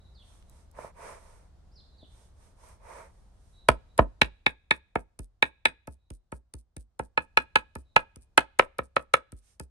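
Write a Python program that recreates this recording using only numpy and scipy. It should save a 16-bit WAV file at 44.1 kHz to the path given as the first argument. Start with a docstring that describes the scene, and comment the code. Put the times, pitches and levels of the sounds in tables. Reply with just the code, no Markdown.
"""Knife on a meat board

A big knife saws through raw meat on a thick wooden board, then minces it with quick, even chops.
Some chops reach the wood, whose damped modes knock; others end in the meat with a wet slap of
shaped noise and a low bump of the board on its mat, a falling sine. Strokes are noise driven by blade speed.
A small bird, gliding sines, calls outside the open shelter. Two microphones stand close to the board.
"""
import sys
import numpy as np
from scipy import signal
from scipy.fft import rfft, irfft
from scipy.io import wavfile
from scipy.ndimage import uniform_filter1d

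SR = 44100
rng = np.random.default_rng(int(sys.argv[2]) if len(sys.argv) > 2 else 0)


def transcribe(u):
    """Save the signal u as a 16-bit wav file named by the first command-line argument.

    u: samples, shape (n,) or (channels, n), limited to [-1, 1]; the rate is SR.
    q: integer samples, one column per channel.
    """
    v = np.clip(np.atleast_2d(u).T, -1, 1)
    q = np.round(v * 32767).astype(np.int16)
    wavfile.write(sys.argv[1], SR, q)


N = 427769  # samples
HZ = np.fft.rfftfreq(N, 1 / SR)

# All levels are relative: the functions add their own trims. Spectra give dB per Hz.
# gain curve applied to the whole outdoor background: time_s, gain_db
BACKGROUND_GAIN = [(0, -55), (4.1, -57.5), (4.6, -67.5), (6.8, -73.5), (7.4, -64), (9.7, -69.5)]
# spectra of the background's rumble and wash: frequency_hz, level_db
RUMBLE_SPECTRUM = [(12, -36), (20, -6), (43, -1.5), (66, -1), (108, -9.5), (145, -17), (193, -19),
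                   (300, -31.5), (390, -62.5), (660, -120)]
WASH_SPECTRUM = [(150, -7.5), (300, 1.5), (700, 2.5), (1400, -7), (2500, -16), (4000, -13.5), (6000, -17),
                 (9500, -20), (12000, -29.5), (16000, -37)]
# likeness of left and right in steady noise: frequency_hz, correlation (0-1)
STEREO_LIKENESS = [(60, 1), (130, 0.25), (290, 0.96), (640, 0.051), (1400, 0.37), (3000, 0)]

# falling bird whistles: start_s, length_s, top_pitch_hz, shoulder_pitch_hz, level_db, run_up_s
BIRD_WHISTLES = [(.143, 0.094, 5170, 3330, -62.5, .004), (1.752, 0.061, 5670, 4040, -59, .04),
                 (1.976, .08, 4770, 3466, -62.5, .004)]
# soft level bird peeps: start_s, length_s, level_db
BIRD_PEEPS = [(0, .035, -71), (.045, 0.037, -68), (0.472, 0.045, -77), (1.914, .05, -71), (3.52, 0.13, -67),
              (3.879, 0.055, -76.5), (5.975, .13, -87), (7.84, 0.11, -79)]
PEEP_HZ = 3890
# a soft run-up climbs to the top pitch: share of pitch gained, level against the whistle in dB
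RUN_UP, RUN_UP_DB = 0.25, -13
# slide to the shoulder, then drop: share of the length, bend of the slide, share of pitch lost
SHOULDER_AT, SLIDE_BEND, DROP = 0.8, 1.9, 0.266

# sawing and dragging strokes: middle_s, length_s, hiss_db (blade in meat), rub_db (carried by the board)
KNIFE_STROKES = [(0.33, 0.35, -68, -69.5), (0.568, 0.29, -69, -67.5), (0.829, 0.22, -60, -45),
                 (1.071, 0.3, -57, -43.5), (1.257, 0.62, -66.5, -59), (2.2, 0.35, -68, -70),
                 (2.448, 0.27, -69, -66), (2.673, 0.29, -63, -57), (2.953, 0.36, -59.5, -46),
                 (3.18, 0.46, -77.5, -73.5), (3.485, 0.45, -75, -95), (9.49, 0.22, -68.5, -98)]
# spectra of hiss and rub: frequency_hz, level_db
HISS_SPECTRUM = [(2000, -6), (3200, -5), (4500, -6), (6000, 0), (7300, -5), (8700, 4), (9700, -1),
                 (10400, -11.5), (11300, -2.5), (12500, -26), (15000, -44)]
RUB_SPECTRUM = [(150, -14), (300, -18), (430, -3), (670, 1.5), (780, -11), (900, 3.5), (1200, -5.5),
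                (1550, -11), (2340, -12), (3300, -35.5), (4500, -35), (7000, -60)]
HISS_POWER, RUB_POWER = 2.23, 1.94  # amplitude grows as these powers of blade speed
# small snaps of sinew: start_s, peak_db, pitch_hz
SINEW_SNAPS = [(0.4253, -48, 2900), (0.4968, -44, 8530), (0.7137, -46, 8780), (2.688, -44, 8590)]

# chops: landing_s, knock_db, hardness_db_per_octave, crack_db (against the modes),
# bump_db, slap_db, place (on the board, 0-4, rounded when used)
KNIFE_CHOPS = [(0.7867, -42.5, -6.5, -24, -63, -71, -0.5), (0.844, -44, -11, -17, -64, -73, 0),
               (2.026, -59.5, -32, -15, -56, -84, 0), (3.6874, -14, 2.5, -14, -25.5, -28, 0),
               (3.9904, -14, -4, -11.5, -20.5, -39.5, 0), (4.2164, -16, 2, 0, -31.5, -37, 1),
               (4.4643, -18.5, 0.85, -6, -46, -53, 1), (4.7098, -18, 1, -9.5, -47.5, -40.5, 1),
               (4.957, -24.5, -10.5, 2, -38, -52.5, 1), (5.193, -57, -1, -10, -36.5, -47, 1.5),
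               (5.426, -17, 0, -10.5, -48, -39, 1), (5.6554, -17.5, 1.5, -6, -49.5, -33.5, 1),
               (5.876, -44.5, -9.5, -6.5, -41.5, -53.5, 1.5), (6.106, -61.5, -1.5, -2, -39.5, -53, 2),
               (6.323, -41, -8, -5.5, -40, -52, 2), (6.5413, -61, -5, -12, -40, -47, 1.5),
               (6.767, -59.5, 0, -10, -39.5, -48, 1), (6.9957, -31.5, -9, -3, -41, -46, 1.5),
               (7.176, -20.5, 1, -13, -48, -54.5, 2), (7.3729, -15.5, 3.5, -12, -47.5, -42, 2),
               (7.5576, -16, 2.5, -10.5, -47.5, -36, 2), (7.7566, -43, -4, -11.5, -39.5, -50, 2.5),
               (7.963, -13.5, 0.5, -7, -49, -44, 2), (8.164, -65, -7, -8, -47.5, -54.5, 4),
               (8.378, -13, 0, -2, -45, -28, 2), (8.5943, -14, -3, 0.5, -50.5, -35, 4),
               (8.789, -28, -4.5, -7.5, -43.5, -48, 4), (8.9654, -20.5, -2.8, -5, -47, -49, 4),
               (9.1391, -15.5, 1.5, -9, -52, -31, 4), (9.325, -61.5, -3, -4, -41, -55.5, 3.5),
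               (9.6008, -47.5, -5.5, -11.5, -40.5, -44.5, 2.5)]
# modes of board and blade: pitch_hz, width_hz, left_lead_rad, left_minus_right_db,
# then level_db when struck at each of places 0, 1, 2, 3, 4
BOARD_MODES = [(542, 61, 1.52, 2, -8, -22, -7, 4, -4),
               (564.2, 100, -0.9, -2.5, -10.5, -21.5, -13.5, 1, -11.5),
               (642, 92, -0.5, -3.5, 4.5, -14.5, -8, -1, -12.5),
               (890, 49, -0.5, -4.5, 0.5, -8, 1.5, 3, -14), (982, 110, 0.2, -1.5, 3.5, -14, -7.5, -6, -7.5),
               (1282, 71, 0.92, -4, 1.5, -18, -0.5, -8.5, 3.5),
               (1450, 39, 2, 1.5, -6.5, -15.5, -6, -9, -13), (1677, 46, 3.5, -2.5, -4, 0, 4.5, -4.5, -2.5),
               (1827, 57, 1.05, -4, -11.5, -8.5, -21.5, -0.5, -9),
               (2260, 100, -0.0, 1, -16, -4.5, -10.5, -9.5, -4.5),
               (2506, 69, -2.5, -3.5, -13.5, -1.5, 1.5, -6, -7.5),
               (2900, 200, -5, -6, -21, -22.5, -14.5, -12, -20.5),
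               (3494, 100, 4.5, -1, -20.5, -12, -18, -17.5, -12.5),
               (3816, 130, 1.56, -1.5, -24, -9.5, -30, -14, -39),
               (4040, 120, 1.08, -7.5, -23.5, -29, -19, -19.5, -20)]
# spectrum of the dense, quickly damped rest of a knock: frequency_hz, level_db
CRACK_SPECTRUM = [(60, -18.5), (170, -11.5), (350, -2), (700, 0), (1300, 2.5), (2500, 2.5), (3600, -7.5),
                  (4500, -13), (5400, -20), (7000, -24), (10000, -27), (13000, -45.5), (16000, -56)]
# spectrum of wet meat against the blade: frequency_hz, level_db
WET_SPECTRUM = [(300, -11.5), (1500, -13), (3000, -13), (5000, -9.5), (7200, -13), (8400, -1), (9700, -1.5),
                (10400, -15.5), (11200, -8.5), (13000, -27.5), (16000, -40.5)]
# spectrum of the soft push of a blow through meat and board: frequency_hz, level_db
THUD_SPECTRUM = [(60, -13.5), (150, -2.5), (260, 1.5), (400, -5), (600, -13.5), (1000, -33), (2500, -56),
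                 (8000, -79.5)]
# depth of the meat at places 0-4, as the time a soft chop needs to pass it: time_s
MEAT_DEPTH = [.011, .001, .0025, .001, .004]
# thud level: base dB, then dB per dB of knock and of bump
THUD_DB, THUD_PER_KNOCK, THUD_PER_BUMP = -6.5, 0.35, 0.52
LIFT_S, LIFT_SPREAD_S = 0.04, 0.01  # wait until the blade lifts: mean, standard deviation

# decay by 60 dB among mat and low walls, and in the yard: frequency_hz, decay_s
NEAR_DECAY = [(100, 0.091), (400, 0.18), (1200, 0.14), (3000, 0.11), (5000, .12), (9000, 0.11),
              (14000, 0.021)]
FAR_DECAY = [(100, .3), (600, 0.52), (1500, 0.53), (2500, 0.6), (4000, .7), (6000, .35), (12000, 0.2)]
# close reflections: delay_s, level_db
CLOSE_ECHOES = [(.0085, -30), (0.013, -21.5), (0.0158, -23.5), (.028, -28.5), (.034, -35.5)]
EDGE_HZ = 16000  # upper band limit


def amp(db):
    """Decibels are twenty times the logarithm of amplitude."""
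    return 10 ** (np.asarray(db) / 20)


def unit(x):
    """Normalization to an rms of 1."""
    return x / np.sqrt(np.mean(x ** 2) + 1e-20)


def blow(x):
    """Level normalization: a short sound is scaled to an rms of about 30, the square root of the number of
    samples in 20 ms."""
    return x / np.sqrt(np.sum(x ** 2) / len(x) / (0.02 * SR) + 1e-20)


def read(points, hz):
    """Interpolation of a curve along logarithmic frequency."""
    f, value = np.transpose(points)
    return np.interp(np.log(hz + 1), np.log(f + 1), value)


def add(mix, s, sound):
    """Superposition: a sound is summed into the mix from s seconds on."""
    part = mix[:, round(s * SR):][:, :sound.shape[1]]
    part += sound[:, :part.shape[1]]


def pan(db):
    """Level difference between the channels: left minus right, shared equally."""
    return amp([[db / 2], [-db / 2]])


def colour(x, gain_db):
    """Minimum-phase filtering: a causal response follows from the gain over frequency alone."""
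    log_gain = np.log(amp(gain_db(abs(np.fft.fftfreq(2048, 1 / SR)))))
    response = np.exp(np.conj(signal.hilbert(log_gain)))
    taps = np.fft.ifft(response).real[:len(log_gain) // 2]
    return signal.fftconvolve(x, taps[None], axes=1)[:, :x.shape[1]]


def noise(spectrum):
    """Partial coherence: stereo noise of rms 1 mixes a shared part with an independent one."""
    a, b = rfft(rng.standard_normal((2, N)))
    same = np.clip(read(STEREO_LIKENESS, HZ), -1, 1)
    right = same * a + np.sqrt(1 - same ** 2) * b
    return unit(irfft(np.array([a, right]) * amp(read(spectrum, HZ)), N))


def bend(x, delay_s=0.0022):
    """Dispersion: bending waves speed up as the root of pitch, up to 4 kHz, so treble arrives first."""
    size = 2 * x.shape[1]
    f = np.minimum(np.fft.rfftfreq(size, 1 / SR), 4000)
    turns = delay_s * (2 * np.sqrt(1000 * f) - f / 2)
    return irfft(rfft(x, size) * np.exp(-2j * np.pi * turns), size)[:, :size // 2]


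def air(wash_db=-14.0):
    """Gain envelope: one gain curve scales a low outdoor rumble and a faint wash alike."""
    s, db = np.transpose(BACKGROUND_GAIN)
    gain = amp(np.interp(np.arange(N) / SR, s, db))
    return (noise(RUMBLE_SPECTRUM) + amp(wash_db) * noise(WASH_SPECTRUM)) * gain


def note(hz, db, waver, soft_ends):
    """Frequency modulation: one thin bird note along a pitch curve, slightly hoarse from random waver."""
    pitch = hz * (1 + waver * unit(uniform_filter1d(rng.standard_normal(len(hz)), size=50)))
    tone = np.sin(2 * np.pi * np.cumsum(pitch) / SR)
    return pan(-2.4) * amp(db) * tone * signal.windows.tukey(len(hz), soft_ends)


def bird():
    """Gliding tones: whistles slide to a shoulder and drop away, with soft level peeps besides."""
    out = np.zeros((2, N))
    for s, length, top_hz, shoulder_hz, db, run_s in BIRD_WHISTLES:
        left = np.linspace(1, 0, int(run_s * SR))  # share of the run-up still to go
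        run_hz = top_hz * (1 - RUN_UP * left ** 2)
        add(out, s - run_s, note(run_hz, db + RUN_UP_DB, waver=0.022, soft_ends=0.28))
        u = np.arange(0, length, 1 / SR) / length
        slide = np.maximum(1 - u / SHOULDER_AT, 0) ** SLIDE_BEND
        drop = np.interp(u, [SHOULDER_AT, 1], [0, DROP])
        fall_hz = (shoulder_hz + (top_hz - shoulder_hz) * slide) * (1 - drop)
        add(out, s, note(fall_hz, db, waver=0.036, soft_ends=0.27))
    for s, length, db in BIRD_PEEPS:
        add(out, s, note(np.full(int(length * SR), PEEP_HZ), db, waver=0.03, soft_ends=0.48))
    return out


def slicing(hiss_db=0.2, rub_db=-1.8, grain_db=0.9):
    """Friction noise grows with blade speed; fibres part unevenly and the board carries the lower rub."""
    uneven = unit(uniform_filter1d(rng.standard_normal(N), size=420))  # smoothed over 9.5 ms
    grain = unit(amp(grain_db * uneven))
    hiss = noise(HISS_SPECTRUM) * pan(-4.0)
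    rub = noise(RUB_SPECTRUM) * pan(-3.5) * grain
    out = np.zeros((2, N))
    for middle, length, high_db, low_db in KNIFE_STROKES:
        first = max(int((middle - length / 2) * SR), 0)
        i = np.arange(first, min(int((middle + length / 2) * SR), N))
        speed = np.maximum(np.cos(np.pi * (i / SR - middle) / length), 0)
        out[:, i] += hiss[:, i] * amp(hiss_db + high_db) * speed ** HISS_POWER
        out[:, i] += rub[:, i] * amp(rub_db + low_db) * speed ** RUB_POWER
    return out


def snaps(snap_db=-3, fade_s=0.0016):
    """Sudden release of tension: single fibres let go with a tick of decaying, band-shaped noise."""
    out, t = np.zeros((2, N)), np.arange(SR // 100) / SR
    for s, db, hz in SINEW_SNAPS:
        burst = rng.standard_normal((2, len(t))) * np.exp(-t / fade_s)
        tick = colour(burst, lambda f: -14 * abs(np.log2((f + 100) / hz)))
        add(out, s, amp(db + snap_db) * tick / abs(tick).max())
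    return out


def slap(swell_s=0.0007, fade_s=0.0013):
    """Transient flow noise: juice squirts as the blade enters; the burst peaks 10 ms after its start."""
    t = np.arange(int(0.04 * SR)) / SR - 0.01
    burst = rng.standard_normal((2, len(t))) * np.exp(np.minimum(t / swell_s, -t / fade_s))
    return blow(colour(burst, lambda f: read(WET_SPECTRUM, f)))


def squeeze(seconds, hardness):
    """Fracture noise: the edge crushes fibres on its way down, swelling until the wood stops it."""
    t = np.arange(int((seconds + 0.01) * SR)) / SR
    swell = np.where(t < seconds, (t / seconds) ** 2, 0)
    crunch = rng.standard_normal((2, len(t))) * swell

    def gain_db(f):
        return read(CRACK_SPECTRUM, f) + (hardness - 2) * np.log2(np.clip(f, 650, 5500) / 1500)
    return blow(colour(crunch, gain_db))


def knock(place, hardness, crack_db, crack_s=0.0027, rise_s=0.001, damping=1.05):
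    """Modal excitation: the edge bites the wood, its place picks the modes, and meat under it dulls them."""
    t = np.arange(int(0.09 * SR)) / SR
    ring = np.zeros((2, len(t)))
    for hz, width, lead, side_db, *place_db in BOARD_MODES:
        loaded_hz = hz * (1 + 0.01 * rng.standard_normal())  # pitch varies from chop to chop
        phase = 2 * np.pi * loaded_hz * t + np.array([[lead], [-lead]]) / 2
        decay = np.exp(-np.pi * width * damping * t)
        ring += amp(place_db[place]) * pan(side_db) * width * decay * np.sin(phase)
    shared, left, right = rng.standard_normal((3, len(t))) * np.exp(-t / crack_s)
    burst = shared + 2.7 * np.array([left, right])
    crack = colour(burst, lambda f: read(CRACK_SPECTRUM, f)) * pan(-1.7)
    wood = (blow(ring) + amp(crack_db) * blow(crack)) * (1 - np.exp(-t / rise_s))
    tilted = colour(wood, lambda f: hardness * np.log2(np.clip(f, 650, 5500) / 1500))
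    return blow(bend(tilted))


def thud(fade_s=0.022, scatter=0.027):
    """Impulse response: the weight of the blow is one soft push, then a dull shudder of meat and board."""
    t = np.arange(int(0.12 * SR)) / SR
    shudder = scatter * rng.standard_normal((2, len(t))) * np.exp(-t / fade_s)
    push = shudder + (t == 0)
    return blow(bend(colour(push, lambda f: read(THUD_SPECTRUM, f)))) * pan(-3)


def bump(rest_hz=56, extra_hz=160, settle_s=0.008, fade_s=0.032, rise_s=0.011):
    """Mass on a spring: the board sinks into the mat and rocks, its pitch falling as it settles."""
    left_lag_s = 0.0016
    t = np.maximum(np.arange(int(0.25 * SR)) / SR - np.array([[left_lag_s], [0]]), 0)
    hz = rest_hz * rng.uniform(0.8, 1.15)
    turns = hz * t + extra_hz * settle_s * (1 - np.exp(-t / settle_s))
    return blow(np.sin(2 * np.pi * turns) * np.exp(-t / fade_s) * (1 - np.exp(-t / rise_s)))


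def peel(spread_s=0.012, pops_per_s=320, fizz=0.065):
    """Adhesive release: the rising blade leaves sticky meat in tiny pops, thickest 45 ms after the start."""
    t = np.arange(int(0.14 * SR)) / SR - 0.045
    strength = amp(1.8 * np.minimum(rng.exponential(1, len(t)), 4))
    pops = (rng.random(len(t)) < pops_per_s / SR) * strength
    crackle = (pops + fizz) * rng.standard_normal((2, len(t))) * np.exp(-(t / spread_s) ** 2 / 2)
    tilt = [(2000, -10.0), (7500, 0.5)]  # Hz, dB
    return blow(colour(crackle, lambda f: read(WET_SPECTRUM, f) + read(tilt, f)))


def chopping(knock_db=1, bump_db=0, slap_db=-1, squeeze_db=-22, peel_db=-64, cut_s=0.0042):
    """Impact in stages: each chop is a slap, a crunch, a knock, a thud, a bump and a peel."""
    out = np.zeros((2, N))
    for s, wood_db, hardness, crack_db, low_db, wet_db, place in KNIFE_CHOPS:
        place = int(np.clip(round(place), 0, 4))
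        # the softer the chop, the longer the edge travels through meat before it lands
        ahead = MEAT_DEPTH[place] * np.clip(0.4 - hardness / 5, 0, 1)
        lift = LIFT_S + LIFT_SPREAD_S * rng.standard_normal()
        thud_db = THUD_DB + THUD_PER_KNOCK * wood_db + THUD_PER_BUMP * low_db
        add(out, s - ahead - 0.01, amp(wet_db + slap_db) * slap())  # peaks on entering the meat
        add(out, s - ahead - cut_s, amp(wood_db + squeeze_db) * squeeze(ahead + cut_s, hardness))
        add(out, s - 0.0008, amp(wood_db + knock_db) * knock(place, hardness, crack_db))
        add(out, s, amp(thud_db) * thud())
        add(out, s, amp(low_db + bump_db) * bump())
        add(out, s + lift - 0.045, amp(min(peel_db, wet_db)) * peel())  # thickest at the lift
    return out


def reverb(x, t60, build_s):
    """Diffuse reverberation: a noise tail builds up briefly, each band dying at its own speed."""
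    hz, t, z = signal.stft(rng.standard_normal((2, SR)), SR, nperseg=256)
    z = z * amp(-60 * t / read(t60, hz)[:, None]) * (1 - np.exp(-(t / build_s) ** 2))
    tail = signal.istft(z, SR, nperseg=256)[1]
    return signal.fftconvolve(x, tail / np.linalg.norm(tail[0]), axes=1)[:, :N]


def shelter(x, near_db=-30.0, far_db=-46):
    """Reflection: a few close echoes, a short tail from the shelter and a faint long one from the yard."""
    out = amp(near_db) * reverb(x, NEAR_DECAY, 0.027) + amp(far_db) * reverb(x, FAR_DECAY, 0.033)
    for delay, db in CLOSE_ECHOES:
        add(out, delay, amp(db) * x[::-1])  # echoes swap left and right
    return out


def scene():
    """Direct and reflected sound: knife work close by; the far bird's song and a slightly weaker yard reverb."""
    song = bird()
    far_song = song + amp(-3.0) * reverb(song, FAR_DECAY, 0.011)
    knife = snaps() + chopping()
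    return air() + far_song + slicing() + knife + shelter(knife)


def record(dry, ceiling=1.8):
    """Saturation: overload rounds off the hardest knocks; then a low-pass limits the band."""
    held = dry / (1 + (dry / ceiling) ** 6) ** (1 / 6)
    low_pass = signal.firwin(255, EDGE_HZ, window=("kaiser", 9), fs=SR)
    return signal.oaconvolve(held, low_pass[None], "same")


dry = scene()
out = record(dry)
transcribe(out)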